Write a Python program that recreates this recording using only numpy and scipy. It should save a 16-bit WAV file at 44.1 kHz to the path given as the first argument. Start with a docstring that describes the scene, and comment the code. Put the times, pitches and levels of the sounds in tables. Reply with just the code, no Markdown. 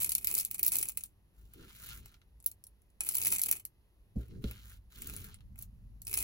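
"""Coffee beans drop by the handful into a hand-held brass grinder: clicks strike decaying tube resonances.
Between pours a hand sweeps beans over the wooden board (random grit), beans tap it, and the hand bumps it.
Filtered noise makes the board's rumble, short diffuse reflections off the counter and tiles, and the room's hush.
A close two-port microphone adds phase shifts and unlike scatter; its right port gets the treble slightly first."""
import sys
import numpy as np
from scipy import signal
from scipy.fft import rfft, irfft
from scipy.io import wavfile
from scipy.ndimage import uniform_filter1d

SR = 44100
rng = np.random.default_rng(int(sys.argv[2]) if len(sys.argv) > 2 else 0)


def wav_out(sig):
    """Save sig, one row per channel (or a flat mono array), as 16-bit PCM at SR to the path in sys.argv[1]."""
    wavfile.write(sys.argv[1], SR, np.round(np.clip(np.atleast_2d(sig).T, -1, 1) * 32767).astype(np.int16))


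N = 274743

RISE_POWER, FALL_POWER = 0.6, 0.87  # 1 = straight, less = rounder, more = peakier
# Flurries of small contacts as a handful runs out. Each row: start in s, rise in s, fall in s, level in dB.
POURS = [(-0.1, 0.075, 0.18, -48.5), (0.17, .04, .08, -60), (0.24, .14, 0.065, -49.5),
         (0.4, 0.14, 0.48, -65), (0.58, 0.064, 0.08, -51.5), (0.7, 0.077, 0.13, -49),
         (0.9, .1, 0.13, -74.5), (3.0, 0.089, 0.063, -54), (3.13, 0.19, 0.092, -48),
         (3.44, 0.05, .12, -50.5), (6.06, 0.23, .2, -47)]


def pour_gain():
    """Strength of the falling stream of beans."""
    return swells(POURS, column=3)


# Bean hits that stand out. Each row: time in s, level in dB, hollow knock in dB against the tick,
# treble slant in dB per 4 kHz about 11 kHz.
BEAN_HITS = [(0.0094, -19, -25.5, -3), (0.021, -22.5, -35.5, -4), (0.0298, -15.5, -44, 8),
             (0.0445, -11.5, -33, -3), (0.0606, -26, -32, 0), (0.0926, -17, -41, 8), (0.107, -30, -29, 19),
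             (0.1189, -12, -41, -1), (0.1509, -9, -36.5, 2), (0.1815, -18.5, -34, 4),
             (0.2455, -15, -28.5, -1), (0.2711, -15.5, -27.5, 9), (0.2786, -21.5, -24.5, 5),
             (0.288, -22, -34.5, 3), (0.3135, -25.5, -26, 2), (0.3266, -24.5, -29, -4),
             (0.3403, -16, -28.5, -2), (0.3509, -11.5, -37, 0), (0.38, -12.5, -43, 4),
             (0.386, -14.5, -41, 9), (0.399, -14, -41, 0), (0.4072, -21, -42, 6), (0.4134, -27, -47, 10),
             (0.4496, -18, -45, 2), (0.458, -30, -28, 3), (0.5121, -22, -30.5, -4),
             (0.5448, -21.5, -29, -5), (0.594, -17, -31, 2), (0.6304, -14, -44.5, 14),
             (0.6476, -20, -46, 5), (0.6636, -14, -39, 16), (0.6757, -22, -41, 2), (0.6804, -17, -47, 14),
             (0.7196, -17.5, -26, -9), (0.7274, -18.5, -27.5, -8), (0.7354, -18.5, -27, -7),
             (0.745, -23.5, -24.5, 0), (0.7555, -15, -31.5, 0), (0.7674, -16, -33.5, 9),
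             (0.7857, -12.5, -40, 11), (0.791, -24, -25.5, -1), (0.8126, -21, -42.5, -16),
             (0.8277, -12.5, -33.5, -2), (0.8664, -34, -43, 8), (0.8869, -19, -45, -3),
             (0.8948, -24.5, -28, -4), (0.9193, -35.5, -25, -8), (0.9464, -58, -15, -2),
             (0.9731, -17, -24.5, -13), (1.0083, -30.5, -26, -8), (1.037, -31, -31, 0),
             (1.0588, -39.5, -41, -7), (1.5361, -44, -20, 20), (1.8198, -39, -32, 6), (1.889, -37, -18, 12),
             (2.0587, -35, -18.5, -2), (2.117, -55, -14.5, -1.5), (2.4024, -47.5, -32.5, -11),
             (2.4258, -46, -31, 4), (2.4416, -41.5, -27, 7), (2.4614, -21.5, -43, 29.5),
             (2.4742, -31, -37, 3), (2.5146, -33.5, -37, 6), (2.6394, -36, -56, -5.5),
             (2.6681, -35, -46, -9.5), (2.819, -55, -33, -2.5), (2.9015, -60, -32.5, 0.5),
             (3.0068, -23, -21, -7.5), (3.0355, -25, -27.5, -7), (3.048, -38, -33, 4),
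             (3.0644, -41, -36.5, -4), (3.0785, -34, -45, 8), (3.0888, -21.5, -31, -6),
             (3.1134, -28, -40, 2), (3.1208, -24, -47, 8), (3.1457, -19, -33, 1), (3.1519, -16, -28, 12),
             (3.168, -19.5, -45.5, -2), (3.1826, -16.5, -27.5, 8), (3.2166, -19, -25.5, -6),
             (3.2249, -20.5, -32.5, 8), (3.2359, -20, -43, -7), (3.249, -22, -43, 8),
             (3.2571, -16, -24.5, -6), (3.271, -19, -37, 7), (3.279, -15, -44.5, 9),
             (3.303, -22.5, -43, -10), (3.318, -21, -61, 9), (3.334, -25.5, -41, 12),
             (3.3623, -22.5, -20, -15), (3.3841, -17.5, -31, -7), (3.3947, -15.5, -26, -4),
             (3.4164, -17.5, -37, 9), (3.4304, -21, -30.5, 10), (3.4359, -13, -35.5, -2),
             (3.46, -21, -39, 7), (3.491, -23.5, -27, -3), (3.5126, -11.5, -31, 5),
             (3.526, -15.5, -26, -10), (3.5534, -33.5, -18, 1.5), (3.5643, -32, -22.5, -12.5),
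             (3.6516, -24, -36, 6), (4.2822, -54, -14, 5), (4.5111, -33.5, -18, 12),
             (5.0203, -24, -22.5, 6), (5.0719, -29, -43, 14), (5.0973, -35.5, -19.5, 3),
             (5.1646, -27.5, -48, 0), (5.3431, -40, -26, -13), (5.5581, -50, -18.5, -3),
             (5.5892, -33.5, -40, 11), (5.6136, -42, -37, -2), (5.6241, -30.5, -41, 4),
             (6.0183, -34.5, -55, -4), (6.0507, -38, -51, -8), (6.0695, -21, -26.5, 0),
             (6.0791, -23, -29, 0), (6.106, -44, -36, 0), (6.129, -19, -23, -1), (6.1399, -13, -29.5, 2),
             (6.1744, -20, -26.5, -2), (6.187, -17, -43, -5), (6.2048, -25, -48, 2)]
# Damped brass tube and beans, tick part. Each row: frequency in Hz, width in Hz, relative level in dB.
TICK_MODES = [(4680, 640, -20), (6740, 230, -34.5), (7850, 420, -3.5), (9210, 230, -4.5), (10250, 420, -1),
              (11630, 830, 3.5), (12870, 550, 1), (14100, 430, 1.5), (16000, 700, 0)]
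# Hollow knock of the tube. Each row: frequency in Hz, width in Hz, relative level in dB.
KNOCK_MODES = [(780, 930, -1), (1430, 880, -2), (2210, 233, 0.5), (2514, 142, 2), (3000, 98, -6),
               (4340, 1200, -11.5)]
MODE_CHANCE_DB = 3.0  # spread of a mode's strength from hit to hit
CHATTER_T60_S, REBOUNDS_PER_S, REBOUND_SPREAD_DB = 0.021, 900.0, 2.0


def beans(pour):
    """Hits and stream strike every tube mode; rows: direct sound, scatter to left port, to right port."""
    time_s, level_db, knock_db, slant_db = np.transpose(BEAN_HITS)
    at = sample_of(time_s)
    modes = TICK_MODES + KNOCK_MODES
    chance_db = MODE_CHANCE_DB * rng.standard_normal((len(at), len(modes), 3))
    stream = pour * grains(per_s=300.0, spread_db=2.0)
    rebounds = 0.4 + 0.66 * np.abs(grains(REBOUNDS_PER_S, REBOUND_SPREAD_DB))
    chatter = rebounds * rng.standard_normal((6, N))
    tick, knock = np.zeros((3, N)), np.zeros((3, N))
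    for k, (hz, width_hz, mode_db) in enumerate(modes):
        hollow = k >= len(TICK_MODES)
        if hollow:
            body_db, stream_db = knock_db + 3, -24
        else:
            slant = np.clip((hz - 11000) / 4000, -.5, .5)  # hard, glancing hits favour the top modes
            body_db, stream_db = slant * slant_db - 7, -8
        clicks = np.tile(amp(stream_db) * stream, (3, 1))
        clicks[:, at] += amp(level_db + body_db + chance_db[:, k].T)
        # dying chatter between bean and wall follows each contact
        trail = signal.lfilter([0, 1], [1, -decay(CHATTER_T60_S)], np.abs(clicks[0]))
        blows = clicks * [[.55], [.4], [-.4]] + 0.12 * trail * chatter[k % 2::2]
        rings = (-1) ** k * amp(mode_db) * resonance(blows, hz, width_hz)
        if hollow:
            knock += rings
        else:
            tick += rings
    return above(tick, hz=3750) + above(knock, hz=650)


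RING_WIDTH_HZ, RING_TILT_DB_PER_OCTAVE = 350, 9


def bean_rings():
    """Each standout bean also rings briefly at one of 24 pitches, dealt at random."""
    time_s, level_db = np.transpose(BEAN_HITS)[:2]
    dealt = rng.integers(0, 24, len(time_s))
    rings = np.zeros(N)
    for k, hz in enumerate(np.geomspace(4500, 15500, 24)):
        ring_db = level_db - 6.5 + RING_TILT_DB_PER_OCTAVE * np.log2(hz / 10000)
        clicks = np.zeros(N)
        clicks[sample_of(time_s)] = amp(ring_db) * (dealt == k)
        rings += resonance(clicks, hz, RING_WIDTH_HZ)
    return above(rings, hz=3048) * [[1], [.6], [-.6]]


# Hand sweeping beans over wood. Each row: start in s, rise in s, fall in s, bright level in dB, dull level in dB.
SWEEPS = [(1.33, 0.078, 0.22, -72, -82.5), (1.5, 0.25, .12, -61.5, -61), (1.72, 0.19, .11, -50.5, -59),
          (2.0, 0.071, 0.12, -68, -67.5), (4.175, 0.024, .1, -65, -68), (4.28, 0.066, 0.056, -88, -69),
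          (4.41, .06, 0.29, -60, -62.5), (4.62, 0.083, 0.084, -57.5, -62), (4.9, 0.13, 0.091, -53.5, -58.5),
          (4.98, 0.19, 0.16, -49, -60), (5.26, 0.061, 0.06, -68.5, -65.5), (5.57, 0.042, 0.052, -54.5, -80)]
# Bright sweep colour. Each row: frequency in Hz, relative density in dB per Hz.
SWEEP_COLOUR = [(3000, -8), (5000, -8.5), (7000, 0), (9500, -2), (12000, 2), (14500, 5.5), (16000, -3)]
# Board resonances, rubbed or tapped. Each row: frequency in Hz, width in Hz, relative level in dB.
SCRAPE_MODES = [(980, 930, -10.5), (1420, 360, -2.5), (2210, 450, -9), (2990, 840, 0.5), (3920, 200, -10)]
ROLLS_PER_S, ROLL_DB = 60.0, -5  # beans ticking as they roll under the hand


def sweeps():
    """Skin and rolling beans on wood: bright grit, and board resonances that come and go under the hand."""
    grit = grains(per_s=2700.0, spread_db=5.0) * rng.choice([-1, 1], (3, N))
    grit = grit + .5 * rng.standard_normal((3, N))
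    grit += amp(ROLL_DB) * grains(ROLLS_PER_S, spread_db=2.0) * [[1], [.5], [-.5]]
    wood = np.zeros((3, N))
    for hz, width_hz, mode_db in SCRAPE_MODES:
        rubbed = rms_one(resonance(np.diff(grit, prepend=0), hz, width_hz))
        wood += amp(mode_db) * wobble(spread_db=5.0, hz=4.25) * rubbed
    dull = rms_one(above(wood, hz=670))
    bright = colour(grit * wobble(spread_db=1.5, hz=29.2), SWEEP_COLOUR)
    return swells(SWEEPS, column=3) * bright + swells(SWEEPS, column=4) * dull


# Loose beans tap the board. Each row: time in s, level in dB.
TAPS = [(2.142, -47), (2.2162, -54.5), (4.1574, -71), (4.4407, -34), (4.4814, -59), (5.3431, -46.5),
        (5.387, -60), (5.4066, -51)]
TAP_T60_S, TAP_CRACK_DB = 0.018, -9


def taps():
    """A short dying noise burst is heard directly and through the board's resonances."""
    burst = signal.lfilter([1], [1, -decay(TAP_T60_S)], impulses(TAPS)) * rng.standard_normal((3, N))
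    rings = np.zeros((3, N))
    for hz, width_hz, mode_db in SCRAPE_MODES:
        rings += amp(mode_db - 11) * resonance(np.diff(burst, prepend=0), hz, width_hz)
    return above(rings + amp(TAP_CRACK_DB) * burst, hz=830)


# Heel of the hand lands on the board. Each row: time in s, level in dB.
BUMPS = [(4.159, -28.5), (4.437, -28.5)]
# Board on its feet. Each row: frequency in Hz, relative level in dB, 60 dB decay in s, delay in s.
BOARD_MODES = [(59.5, 0, 0.26, 0.0138), (113, -6.5, 0.33, 0.0013), (199.5, 4.5, 0.05, 0.00587),
               (422, -10.5, 0.077, 0.00618)]
# Loose things shaking after a bump. Each row: frequency in Hz, relative density in dB per Hz.
SHUDDER_COLOUR = [(80, -2), (200, 4.5), (420, 2.5), (700, -16), (1100, -41)]
PALM_HZ, SHUDDER_T60_S, SHUDDER_DB = 449, 0.25, -12.0


def bumps():
    """Soft blows ring the board's modes, each after its own delay; loose things shake along."""
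    blows = impulses(BUMPS)
    rings = np.zeros((3, N))  # row 0 only: no scatter
    for hz, mode_db, t60_s, delay_s in BOARD_MODES:
        late = np.roll(blows, sample_of(delay_s))
        rings[0] += amp(mode_db) * resonance(late, hz, np.log(1000) / np.pi / t60_s)
    palm = signal.butter(2, PALM_HZ, fs=SR, output="sos")  # flesh cushions the contact
    dying = uniform_filter1d(signal.lfilter([1], [1, -decay(SHUDDER_T60_S)], blows), size=300)
    shudder = amp(SHUDDER_DB) * dying * colour(rng.standard_normal((3, N)), SHUDDER_COLOUR)
    return signal.sosfilt(palm, rings) + shudder


# Continuous rumble of the counter. Each row: time in s, deep level in dB, woody level in dB.
RUMBLE = [(0.0, -58.5, -61), (0.38, -65, -69.5), (0.85, -62, -66), (1.21, -67.5, -72), (1.86, -63.5, -66.5),
          (2.19, -64, -71), (2.91, -63.5, -74.5), (3.36, -65, -64), (3.7, -70, -73.5), (3.95, -64.5, -77.5),
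          (4.15, -60.5, -68), (4.34, -58.5, -59), (4.75, -53.5, -65.5), (4.93, -59, -69),
          (5.15, -52.5, -75), (5.52, -52.5, -57), (6.23, -52.5, -62)]
# Board dragged or leaned on. Each row: start in s, rise in s, fall in s, deep level in dB, woody level in dB,
# judder level in dB.
DRAGS = [(1.35, 0.096, 0.057, -56.5, -74.5, -78), (1.54, 0.07, 0.11, -71, -63, -58),
         (1.8, 0.22, 0.065, -58, -62, -71.5), (4.28, 0.11, 0.0445, -77, -47, -54),
         (4.95, .15, .25, -63, -51, -60.5)]
# Deep rumble colour. Each row: frequency in Hz, relative density in dB per Hz.
DEEP_COLOUR = [(20, -19.5), (35, 3.5), (54, 12.5), (75, -2), (100, 3.5), (150, -55.5)]
# Woody rumble colour. Each row: frequency in Hz, relative density in dB per Hz.
WOODY_COLOUR = [(70, 1.5), (112, 9), (150, 0.5), (205, 2), (290, -14), (400, -59)]
# Judder of the board on the counter. Each row: frequency in Hz, relative density in dB per Hz.
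JUDDER_COLOUR = [(200, -10), (290, -1.5), (360, -0.5), (430, -1.5), (600, -27), (900, -41.5)]
RUMBLE_WANDER_DB = 0.5
POUR_WOODY_DB, POUR_JUDDER_DB = -14, -10.5  # falling beans shake the board, relative to the pour gain


def board_rumble(pour):
    """Handling and pouring shake the wood: three noise bands with wandering level."""
    deep = in_time(RUMBLE, column=1)
    woody = in_time(RUMBLE, column=2) + amp(POUR_WOODY_DB) * pour
    judder = amp(POUR_JUDDER_DB) * pour
    bands = [(deep, 3, DEEP_COLOUR), (woody, 4, WOODY_COLOUR), (judder, 5, JUDDER_COLOUR)]
    rumble = np.zeros((3, N))
    for steady, drag_column, shape in bands:
        gain = steady * wobble(RUMBLE_WANDER_DB, hz=12.0) + swells(DRAGS, drag_column)
        rumble += gain * colour(rng.standard_normal((3, N)), shape)
    return rumble


REFLECTIONS_T60_S, REFLECTIONS_DB = 0.084, -8


def counter_reflections(x):
    """Short diffuse reflections off the counter and tiles: dying noise on three unrelated paths."""
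    t = np.arange(SR // 2) / SR
    tail = rng.standard_normal((3, len(t))) * amp(-60 * t / REFLECTIONS_T60_S) * (t > .003)
    tail = signal.lfilter([1], [1, -.3], tail)  # surfaces dull the top
    tail /= np.sqrt(np.sum(tail ** 2) / 3)
    return amp(REFLECTIONS_DB) * signal.fftconvolve(x[None], tail, axes=1)[:, :N]


# Room hush. Each row: frequency in Hz, relative density in dB per Hz.
AIR_COLOUR = [(180, -24), (300, -10.5), (742, -21.5), (923, -21), (1020, -22), (1450, -27.5), (2000, -25.5),
              (2320, -30.5), (2520, -25.5), (7890, -37.5), (8580, -37.5), (11200, -26), (16500, -36)]
AIR_DB = -77


def room_air():
    """Steady coloured noise of the quiet room."""
    return amp(AIR_DB) * colour(rng.standard_normal((3, N)), AIR_COLOUR)


# Microphone ports. Each row: frequency in Hz, phase lead of the right in radians, left-right likeness 0-1.
PORTS = [(0, 0, .98), (120, 0, .86), (300, 0, .66), (700, -.6, .4), (2000, -1.6, .55), (3400, -3.2, .65),
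         (4200, -5.4, .5), (6200, -5.8, .5), (8300, -3.2, .93), (11000, 0, .9), (15900, 6.3, .9),
         (22050, 14.2, .9)]


def ports(rows):
    """Both ports share the direct sound with a phase shift; the scattered rest is their own."""
    hz, p = np.arange(N // 2 + 1) * SR / N, np.array(PORTS)
    lead = np.interp(hz, p[:, 0], p[:, 1])
    alike = np.interp(hz, p[:, 0], p[:, 2])
    direct, *own = rfft(rows)
    shared = np.exp(.5j * lead * [[-1], [1]]) * direct
    return irfft(np.sqrt(alike) * shared + np.sqrt(1 - alike) * np.array(own), N)


def amp(db):
    """dB to gain."""
    return 10 ** (np.asarray(db) / 20)


def decay(t60_s):
    """Per-sample factor that falls 60 dB in t60_s."""
    return amp(-60 / (t60_s * SR))


def sample_of(time_s):
    """Seconds to nearest sample."""
    return np.round(np.asarray(time_s) * SR).astype(int)


def impulses(rows):
    """One click per row of time in s, level in dB."""
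    time_s, level_db = np.transpose(rows)
    clicks = np.zeros(N)
    clicks[sample_of(time_s)] = amp(level_db)
    return clicks


def rms_one(x):
    """Scale to rms 1."""
    return x / np.sqrt(np.mean(x ** 2) + 1e-20)


def in_time(rows, column):
    """Gain curve from a dB column, straight in dB between times."""
    rows = np.array(rows)
    return amp(np.interp(np.arange(N) / SR, rows[:, 0], rows[:, column]))


def swells(rows, column):
    """Each gesture rises to its peak and falls away; gestures add in power, then are smoothed."""
    t, power = np.arange(N) / SR, np.zeros(N)
    for row in rows:
        start, top, end = np.cumsum(row[:3])
        bend = np.where(t < top, RISE_POWER, FALL_POWER)
        shape = np.interp(t, [start, top, end], [0, 1, 0]) ** bend
        power += (amp(row[column]) * shape) ** 2
    return uniform_filter1d(np.sqrt(power), size=300)


def wobble(spread_db, hz):
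    """Gain that wanders at random around the given rate."""
    shape = [(hz / 6, -12), (hz, 0), (hz * 4, -12), (hz * 30, -45)]
    return amp(spread_db * colour(rng.standard_normal(N), shape))


def colour(x, points):
    """Shape by a spectrum, straight in dB on log frequency; rms 1."""
    hz, p = np.arange(1, N // 2 + 2) * SR / N, np.array(points)
    gain = amp(np.interp(np.log(hz), np.log(p[:, 0]), p[:, 1]))
    return rms_one(irfft(rfft(x) * gain, N))


def resonance(x, hz, width_hz):
    """Two-pole peak whose click response starts near height 1."""
    r, w = np.exp(-np.pi * width_hz / SR), 2 * np.pi * hz / SR
    return signal.lfilter([0, np.sin(w)], [1, -2 * r * np.cos(w), r * r], x + 1e-18)


def grains(per_s, spread_db):
    """Random contacts of uneven size and sign; rms 1."""
    sizes = amp(spread_db * np.minimum(rng.exponential(1, N), 4)) * rng.choice([-1, 1], N)
    return rms_one(sizes * (rng.random(N) < per_s / SR))


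def above(x, hz):
    """High-pass: small bodies radiate nothing low."""
    return signal.sosfilt(signal.butter(3, hz, "high", fs=SR, output="sos"), x)


def scene():
    """Beans, hand, board and room reach the two ports."""
    pour = pour_gain()
    near = beans(pour) + bean_rings() + sweeps() + taps()
    board = bumps() + board_rumble(pour)
    return ports(near + board + counter_reflections(near[0]) + room_air())


CUTOFF_HZ = 16800


def record(dry):
    """Steep low-pass, 60 dB down from the cutoff upward."""
    return signal.sosfilt(signal.cheby2(12, 60, CUTOFF_HZ, fs=SR, output="sos"), dry)


dry = scene()
out = record(dry)
wav_out(out)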